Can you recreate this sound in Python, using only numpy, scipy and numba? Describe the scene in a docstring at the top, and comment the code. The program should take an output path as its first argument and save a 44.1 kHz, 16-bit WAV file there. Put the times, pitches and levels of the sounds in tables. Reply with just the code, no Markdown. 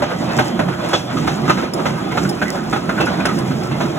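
"""A pedal cart rolls on an old rail through woods, heard by a phone held on board.
Throughout, rough rail rings the frame in a low rumble, the wheels grind and the chain hisses.
From the first moments bumps make loose parts clack and chatter; between clacks they knock at random.
Chain links click faintly at random; from 0.9 s a small metal part ticks now and then.
Two microphone ports hear the treble with a fixed lag."""
import sys
import numpy as np
from scipy import signal
from scipy.fft import rfft, irfft
from scipy.io import wavfile
from scipy.ndimage import uniform_filter1d
from numba import njit

SR = 44100
rng = np.random.default_rng(int(sys.argv[2]) if len(sys.argv) > 2 else 0)


def attenuation_scalar(level_db):
    """Turn a level in dB into a linear amplitude multiplier (20 dB per decade)."""
    decades = np.asarray(level_db, float) / 20
    return 10 ** decades


def output_pcm(signal):
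    """Save a mono or channel-first signal as 16-bit PCM at the path in sys.argv[1].

    Samples are clipped to [-1, 1] before scaling.
    """
    pcm = np.clip(np.atleast_2d(signal).T, -1, 1) * 32767
    wavfile.write(sys.argv[1], SR, np.round(pcm).astype(np.int16))


N = 175518


def unit(x):
    """Scale to rms 1."""
    return x / np.sqrt(np.mean(x ** 2))


@njit
def svf(x, hz, width_hz):
    """Band-pass whose centre may move, gain 1 at the centre."""
    y = np.empty(x.shape)
    for c in range(x.shape[0]):
        band, low = 0., 0.
        for i in range(x.shape[1]):
            g, k = np.tan(np.pi * hz[i] / SR), width_hz / hz[i]
            v = (band + g * (x[c, i] - low)) / (1 + g * (g + k))
            band, low, y[c, i] = 2 * v - band, low + 2 * g * v, k * v
    return y


def walk(rate_hz):
    """Random levels held 1 / rate s and slewed twice; spread near 1."""
    k = int(SR / rate_hz)
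    held = np.repeat(rng.standard_normal(N // k + 1), k)
    return 1.26 * uniform_filter1d(uniform_filter1d(held, k), k)[:N]


def ring(x, modes, drift=0.):
    """Sum of resonators with wandering centres, each at equal power for its dB."""
    out = 0
    for hz, width_hz, db in modes:
        centre_hz = hz * (1 + drift * walk(6))
        out = out + attenuation_scalar(db) * np.sqrt(2000 / width_hz) * svf(x, centre_hz, 1. * width_hz)
    return out


def colour(x, points):
    """Filter to a spectrum of (f/Hz, level/dB) points, closed at both ends."""
    f, p = np.fft.rfftfreq(N, 1 / SR) + 1, np.array(points, float)
    gain_db = np.interp(np.log(f), np.log(p[:, 0]), p[:, 1], -70, -70)
    return irfft(rfft(x) * attenuation_scalar(gain_db), N)


def grit(spread_db):
    """Noise of many small impacts of uneven size, one stream a port."""
    return unit(rng.standard_normal((2, N)) * attenuation_scalar(spread_db * rng.exponential(size=N)))


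def flicker(noise, low_hz, shared_db, own_db):
    """Half-octave bands of a noise swell together and flicker alone."""
    shared, out = walk(23.98), 0
    for hz in low_hz * 2 ** (np.arange(9) / 2):
        if hz < 17000:
            gain = attenuation_scalar(shared_db * shared + own_db * walk(36))
            out = out + gain * svf(noise, np.full(N, hz), hz / 3.06)
    return unit(out)


def burst(times_s, gains, length_s, rise_s, tail_s):
    """Envelope: a rise, a chatter that dies over its length, a weaker tail."""
    env, t = np.full(N, 1e-9), np.arange(int(.3 * SR)) / SR
    for s, gain, d in zip(times_s, gains, length_s + 0 * times_s):
        i = int(s * SR)
        decay = np.exp(-(t / d) ** 2) + attenuation_scalar(-7) * np.exp(-t / tail_s)
        env[i:i + len(t)] += gain * ((1 - np.exp(-t / rise_s)) * decay)[:N - i]
    return env


def scattered(per_s, peak_db, spread_db, length_s, rise_s):
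    """Envelope of knocks at random moments and of uneven size."""
    moment, weakness = rng.random((int(per_s * N / SR), 2)).T
    return burst(moment * (N - 9) / SR, attenuation_scalar(peak_db - spread_db * weakness), length_s, rise_s, 2 * length_s)


def bounces(times_s, db, count=6):
    """Each hit is a bare impulse and a few weaker rebounds at uneven gaps, in either direction."""
    bounce_s, bounce_db = 0.0035, -2.27  # per rebound
    out, rows, k = np.zeros(N), rng.random((len(times_s), 2, count)), np.arange(count)
    late_s = bounce_s * (k + (k > 0) * (rows[:, 0] - .5))
    at = np.minimum((times_s[:, None] + late_s) * SR, N - 1).astype(int)
    np.add.at(out, at, attenuation_scalar(db[:, None] + bounce_db * k) * np.sign(rows[:, 1] - .5))
    return out


# rail shaking the frame: t/s, rumble level/dB, loudest groan f/Hz
RAIL_SHAKE = [(0.0, -17, 192), (0.02, -23, 241), (0.15, -25, 163), (0.21, -19, 266), (0.35, -22.5, 197),
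              (0.4, -9.5, 266), (0.43, -23, 240), (0.7, -19.5, 180), (0.75, -27.5, 184), (0.84, -23, 256),
              (0.99, -25, 193), (1.09, -28, 194), (1.16, -17.5, 275), (1.3, -19.5, 199), (1.38, -22, 216),
              (1.46, -18, 232), (1.51, -22, 303), (1.57, -20.5, 168), (1.63, -20, 294), (1.71, -26.5, 196),
              (1.78, -19, 310), (1.95, -22, 159), (2.07, -22, 325), (2.11, -23, 190), (2.23, -16.5, 172),
              (2.4, -22, 211), (2.65, -23, 210), (2.74, -19.5, 230), (2.77, -26, 250), (2.87, -21, 189),
              (3.06, -21, 262), (3.2, -19, 186), (3.28, -21, 253), (3.35, -17.5, 190), (3.5, -19, 199),
              (3.52, -17, 260), (3.56, -21.5, 205), (3.85, -19.5, 230), (3.89, -21, 173), (3.98, -22, 220)]
# low frame modes: f/Hz, width/Hz, relative level/dB
FRAME_MODES = [(77.6, 120, -11.5), (119, 90, -15.5), (145.7, 18.7, 1), (170.4, 17.4, 0.5), (214, 31, -4.5),
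               (256.3, 24, -9), (306, 19.4, -3), (340.3, 23.6, -2), (409, 43, -13.5)]
# wheel contact and chain: t/s, relative grind level/dB, relative hiss level/dB
DRIVE_LEVELS = [(0.0, -26, -50.5), (0.45, -20.5, -41), (0.65, -26.5, -55), (0.82, -23, -45),
                (0.92, -23, -44), (1.06, -28, -42.5), (1.45, -24, -46), (1.58, -26.5, -40),
                (1.72, -28, -54), (1.85, -23.5, -39.5), (2.05, -22.5, -48.5), (2.21, -26, -40.5),
                (2.35, -28.5, -43), (2.55, -25, -43.5), (2.76, -27, -47.5), (3.2, -22.5, -45),
                (3.41, -26, -43), (3.6, -25.5, -46), (3.98, -24, -45)]
# wheel-on-rail grind spectrum: f/Hz, relative level per Hz/dB
GRIND_SPECTRUM = [(250, -29), (450, 7), (650, 11.5), (1000, 4.5), (1500, -6), (2000, -7), (3000, -9),
                  (4200, -12), (6000, -18)]
# chain hiss spectrum: f/Hz, relative level per Hz/dB
CHAIN_SPECTRUM = [(3000, -42), (4500, 1.5), (5700, 5), (6500, -0.5), (8200, 3.5), (10000, -12),
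                  (12000, -6.5), (15700, -13)]
# loose-part modes, also in clacks() and rattles(): f/Hz, width/Hz, relative level/dB
PART_MODES = [(169, 130, 4), (324, 87, 3), (599, 58, -1), (780, 43, -3), (980, 110, -4), (1260, 44, 0.5),
              (1480, 185, 1.5), (2040, 110, -5.5), (2510, 67, -8.5), (3202, 65, -10), (3454, 36, -11)]


def rolling(t):
    """Rail roughness rings frame modes and a wandering groan; wheels grind, parts sing, chain hisses."""
    s, rumble_db, groan_hz = np.array(RAIL_SHAKE).T
    rumble = sum(ring(rng.standard_normal((2, N)) * attenuation_scalar(2.0 * walk(14)), [mode], drift=0.061)
                 for mode in FRAME_MODES)
    groan = svf(rng.standard_normal((2, N)), np.interp(t, s, groan_hz), 43.0)
    low = unit(unit(rumble) + attenuation_scalar(-2.5) * unit(groan)) * attenuation_scalar(np.interp(t, s, rumble_db))

    s, grind_db, hiss_db = np.array(DRIVE_LEVELS).T
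    grind = flicker(colour(grit(1.2), GRIND_SPECTRUM), 269.0, shared_db=3.0, own_db=3.0)
    # each part swells on its own
    singing = sum(ring(rng.standard_normal((2, N)) * attenuation_scalar(5.8 * walk(31.98)), [mode], drift=0.026)
                  for mode in PART_MODES[2:])
    grind = unit(grind + attenuation_scalar(-3.5) * unit(singing))
    hiss = flicker(colour(grit(3.3), CHAIN_SPECTRUM), 1710.0, shared_db=3.0, own_db=2.3)
    grind = grind * attenuation_scalar(np.interp(t, s, grind_db) - 1.54)
    hiss = hiss * attenuation_scalar(np.interp(t, s, hiss_db) + 3.0)
    return low + grind + hiss


# bumps: t/s, relative level/dB, loudest ring f/Hz, chatter length/s, scrape re clack level/dB
CLACK_EVENTS = [(0.019, -10, 580, 0.032, -18), (0.387, -4, 806, 0.025, -19), (0.592, -5, 605, 0.017, -36),
                (0.684, -13.5, 890, 0.022, -39), (0.792, -18, 1460, 0.031, -20),
                (0.84, -16, 660, 0.059, -17), (0.885, -21, 1000, 0.048, -12), (0.931, -2, 3370, 0.02, -14),
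                (1.167, -13, 1195, 0.028, -13), (1.272, -8.5, 760, 0.026, -15.5),
                (1.454, -20, 745, 0.042, -13), (1.479, -9.5, 1230, 0.018, -21),
                (1.495, -4.5, 1260, 0.02, -17.5), (1.571, -17, 1310, 0.046, -15),
                (1.621, -16.5, 480, 0.04, -31), (1.789, -17.5, 1230, 0.034, -32),
                (1.855, -7, 590, 0.017, -17), (2.111, -15.5, 2040, .025, -36),
                (2.173, -5.5, 1374, 0.011, -15.5), (2.248, -19.5, 1470, 0.018, -24),
                (2.416, -6.5, 1520, 0.026, -34), (2.544, -17, 710, 0.022, -31),
                (2.727, -8, 800, 0.049, -24), (2.8922, -6, 1376, 0.009, -40),
                (2.977, -15, 1480, 0.029, -40), (3.001, -7.5, 2630, 0.038, -21),
                (3.067, -12, 1480, 0.026, -23), (3.2, -15.5, 2450, 0.015, -32),
                (3.2537, -4.5, 1500, 0.0092, -13.5), (3.284, -18, 1260, .02, -31),
                (3.376, -17.5, 1020, 0.038, -39), (3.508, -18, 1305, 0.016, -15),
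                (3.713, -15, 2670, .02, -35), (3.804, -9, 580, 0.029, -17), (3.963, -24, 955, 0.032, -32)]


def clacks(t):
    """A hard blow with rebounds, then chatter: part modes in a new mix, one loudest ring, a scrape."""
    rise_s, tail_s = 0.0024, 0.054
    hardness, blow_db = 1.32, 19  # the bare blow grows faster than the chatter
    s, db, ring_hz, length_s, bright_db = np.array(CLACK_EVENTS).T
    chatter = grit(1.23) * attenuation_scalar(2.0 * walk(160)) * burst(s, attenuation_scalar(db - 2.5), length_s, rise_s, tail_s)
    blows = bounces(s + 0.00097, hardness * db + blow_db)
    hits = colour(blows + chatter, [(60, 6.5), (4000, -2.0), (6000, -3.5), (16000, -6.5)])

    now = np.clip(np.searchsorted(s, t) - 1, 0, None)  # index of the latest clack
    mix_db = 3 * rng.standard_normal((len(s), len(PART_MODES)))
    parts = sum(ring(hits * attenuation_scalar(mix_db[now, k]), [mode], drift=0.015)
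                for k, mode in enumerate(PART_MODES))
    loudest = attenuation_scalar(7) * svf(hits, ring_hz[now], 65.)
    broad = colour(hits, [(300, -5), (700, 2), (1500, 0), (2500, -10), (4500, -27)])
    scrape = colour(grit(1.5), [(2500, 18), (4500, 11), (6000, 10.5), (8500, -4), (12000, -20),
                                (16000, -50)])
    scrape = unit(scrape) * burst(s, attenuation_scalar(db + bright_db), 2.16 * length_s, rise_s, tail_s)
    return attenuation_scalar(-16.5) * parts + loudest + attenuation_scalar(-3.5) * broad + attenuation_scalar(-8.5) * scrape


def rattles():
    """Each loose part knocks by itself at random moments and rings its own mode."""
    out = 0
    for mode in PART_MODES[2:]:
        env = scattered(per_s=36, peak_db=-33.5, spread_db=17, length_s=0.0078, rise_s=0.0024)
        out = out + ring(rng.standard_normal((2, N)) * env, [mode], drift=0.011)
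    return out


# metal ticks: t/s, relative level/dB
TICK_EVENTS = [(0.888, -19), (1.272, -25), (1.4544, -34), (1.735, -14), (2.291, -12), (2.3875, -36),
               (3.056, -20), (3.2016, -33), (3.2547, -12.5), (3.386, -21), (1.408, -41)]
# modes of the small metal part: f/Hz, width/Hz, relative level/dB
TICK_RING = [(3670, 490, -7.5), (5260, 440, 5.5), (7170, 180, -3.5), (8440, 260, 3.5), (9000, 400, -5),
             (10200, 310, -14.5), (12200, 600, -22), (14500, 900, -18)]


def ticks():
    """A small hard metal part snaps on short high modes; chain links click faintly on the same modes."""
    rise_s = 0.00026
    s, db = np.array(TICK_EVENTS).T
    tick_env = burst(s, attenuation_scalar(db), 0.0092, rise_s, tail_s=0.021)
    link_env = scattered(per_s=31, peak_db=-28, spread_db=14, length_s=0.0034, rise_s=rise_s)
    snaps = bounces(s, db + 9, count=3)
    return attenuation_scalar(-10.5) * ring(grit(1.6) * (tick_env + link_env) + snaps, TICK_RING)


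def scene():
    """Sum of all sources, two streams."""
    t = np.arange(N) / SR
    return rolling(t) + clacks(t) + rattles() + ticks()


def top_cut(x):
    """Nothing passes above the cut-off."""
    return signal.sosfilt(signal.butter(12, 16650, fs=SR, output="sos"), x)


# ports below the treble: f/Hz, likeness/0-1, right trails left/rad, left minus right gain/dB
PORT_PAIR = [(60, 0.98, 0.33, 0.5), (180, 1, 0, -4), (366, 0.91, 0.67, -5.5), (510, 0.45, 1.4, -2),
             (840, 0.13, 0, -2.5), (1290, 0.6, 0.3, -1), (1990, 0.22, 1.34, -1.3), (2830, 0.1, 1.2, -.8),
             (3770, 0.3, 3.3, 2)]


def record(dry):
    """Peaks round, lows and top are cut; right port shares part of left, all of the treble with a lag."""
    treble_from_hz, in_step_hz, lag_s = 3400, 6801, 1 / 4150
    low_cut_hz, top_hz = 42, 15800
    f, p = np.fft.rfftfreq(N, 1 / SR) + 1, np.array(PORT_PAIR, float)
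    like, turn, lean_db = (np.interp(np.log(f), np.log(p[:, 0]), p[:, k]) for k in range(1, 4))
    treble = f > treble_from_hz
    like = np.where(treble, 1, np.clip(like, 0, 1))
    lean_db = np.where(treble, 0, lean_db)
    turn = np.where(treble, 2 * np.pi * (f - in_step_hz) * lag_s, turn)
    # treble phase within flat_rad of a multiple of pi is set to it
    near = np.pi * np.round(turn / np.pi)
    flat_rad = 0.77 + 0.076 * (f / 1000 - 8)
    turn = np.where(treble & (abs(turn - near) < flat_rad), near, turn)

    rounded = np.tanh(0.78 * dry) / 0.81
    left, other = rfft(rounded) * (f < top_hz) / np.sqrt(1 + (low_cut_hz / f) ** 6)
    right = like * left * np.exp(-1j * turn) + np.sqrt(1 - like ** 2) * other
    pair = irfft(np.array([left * attenuation_scalar(lean_db / 2), right * attenuation_scalar(-lean_db / 2)]), N)
    return top_cut(pair)


dry = scene()
out = record(dry)
output_pcm(out)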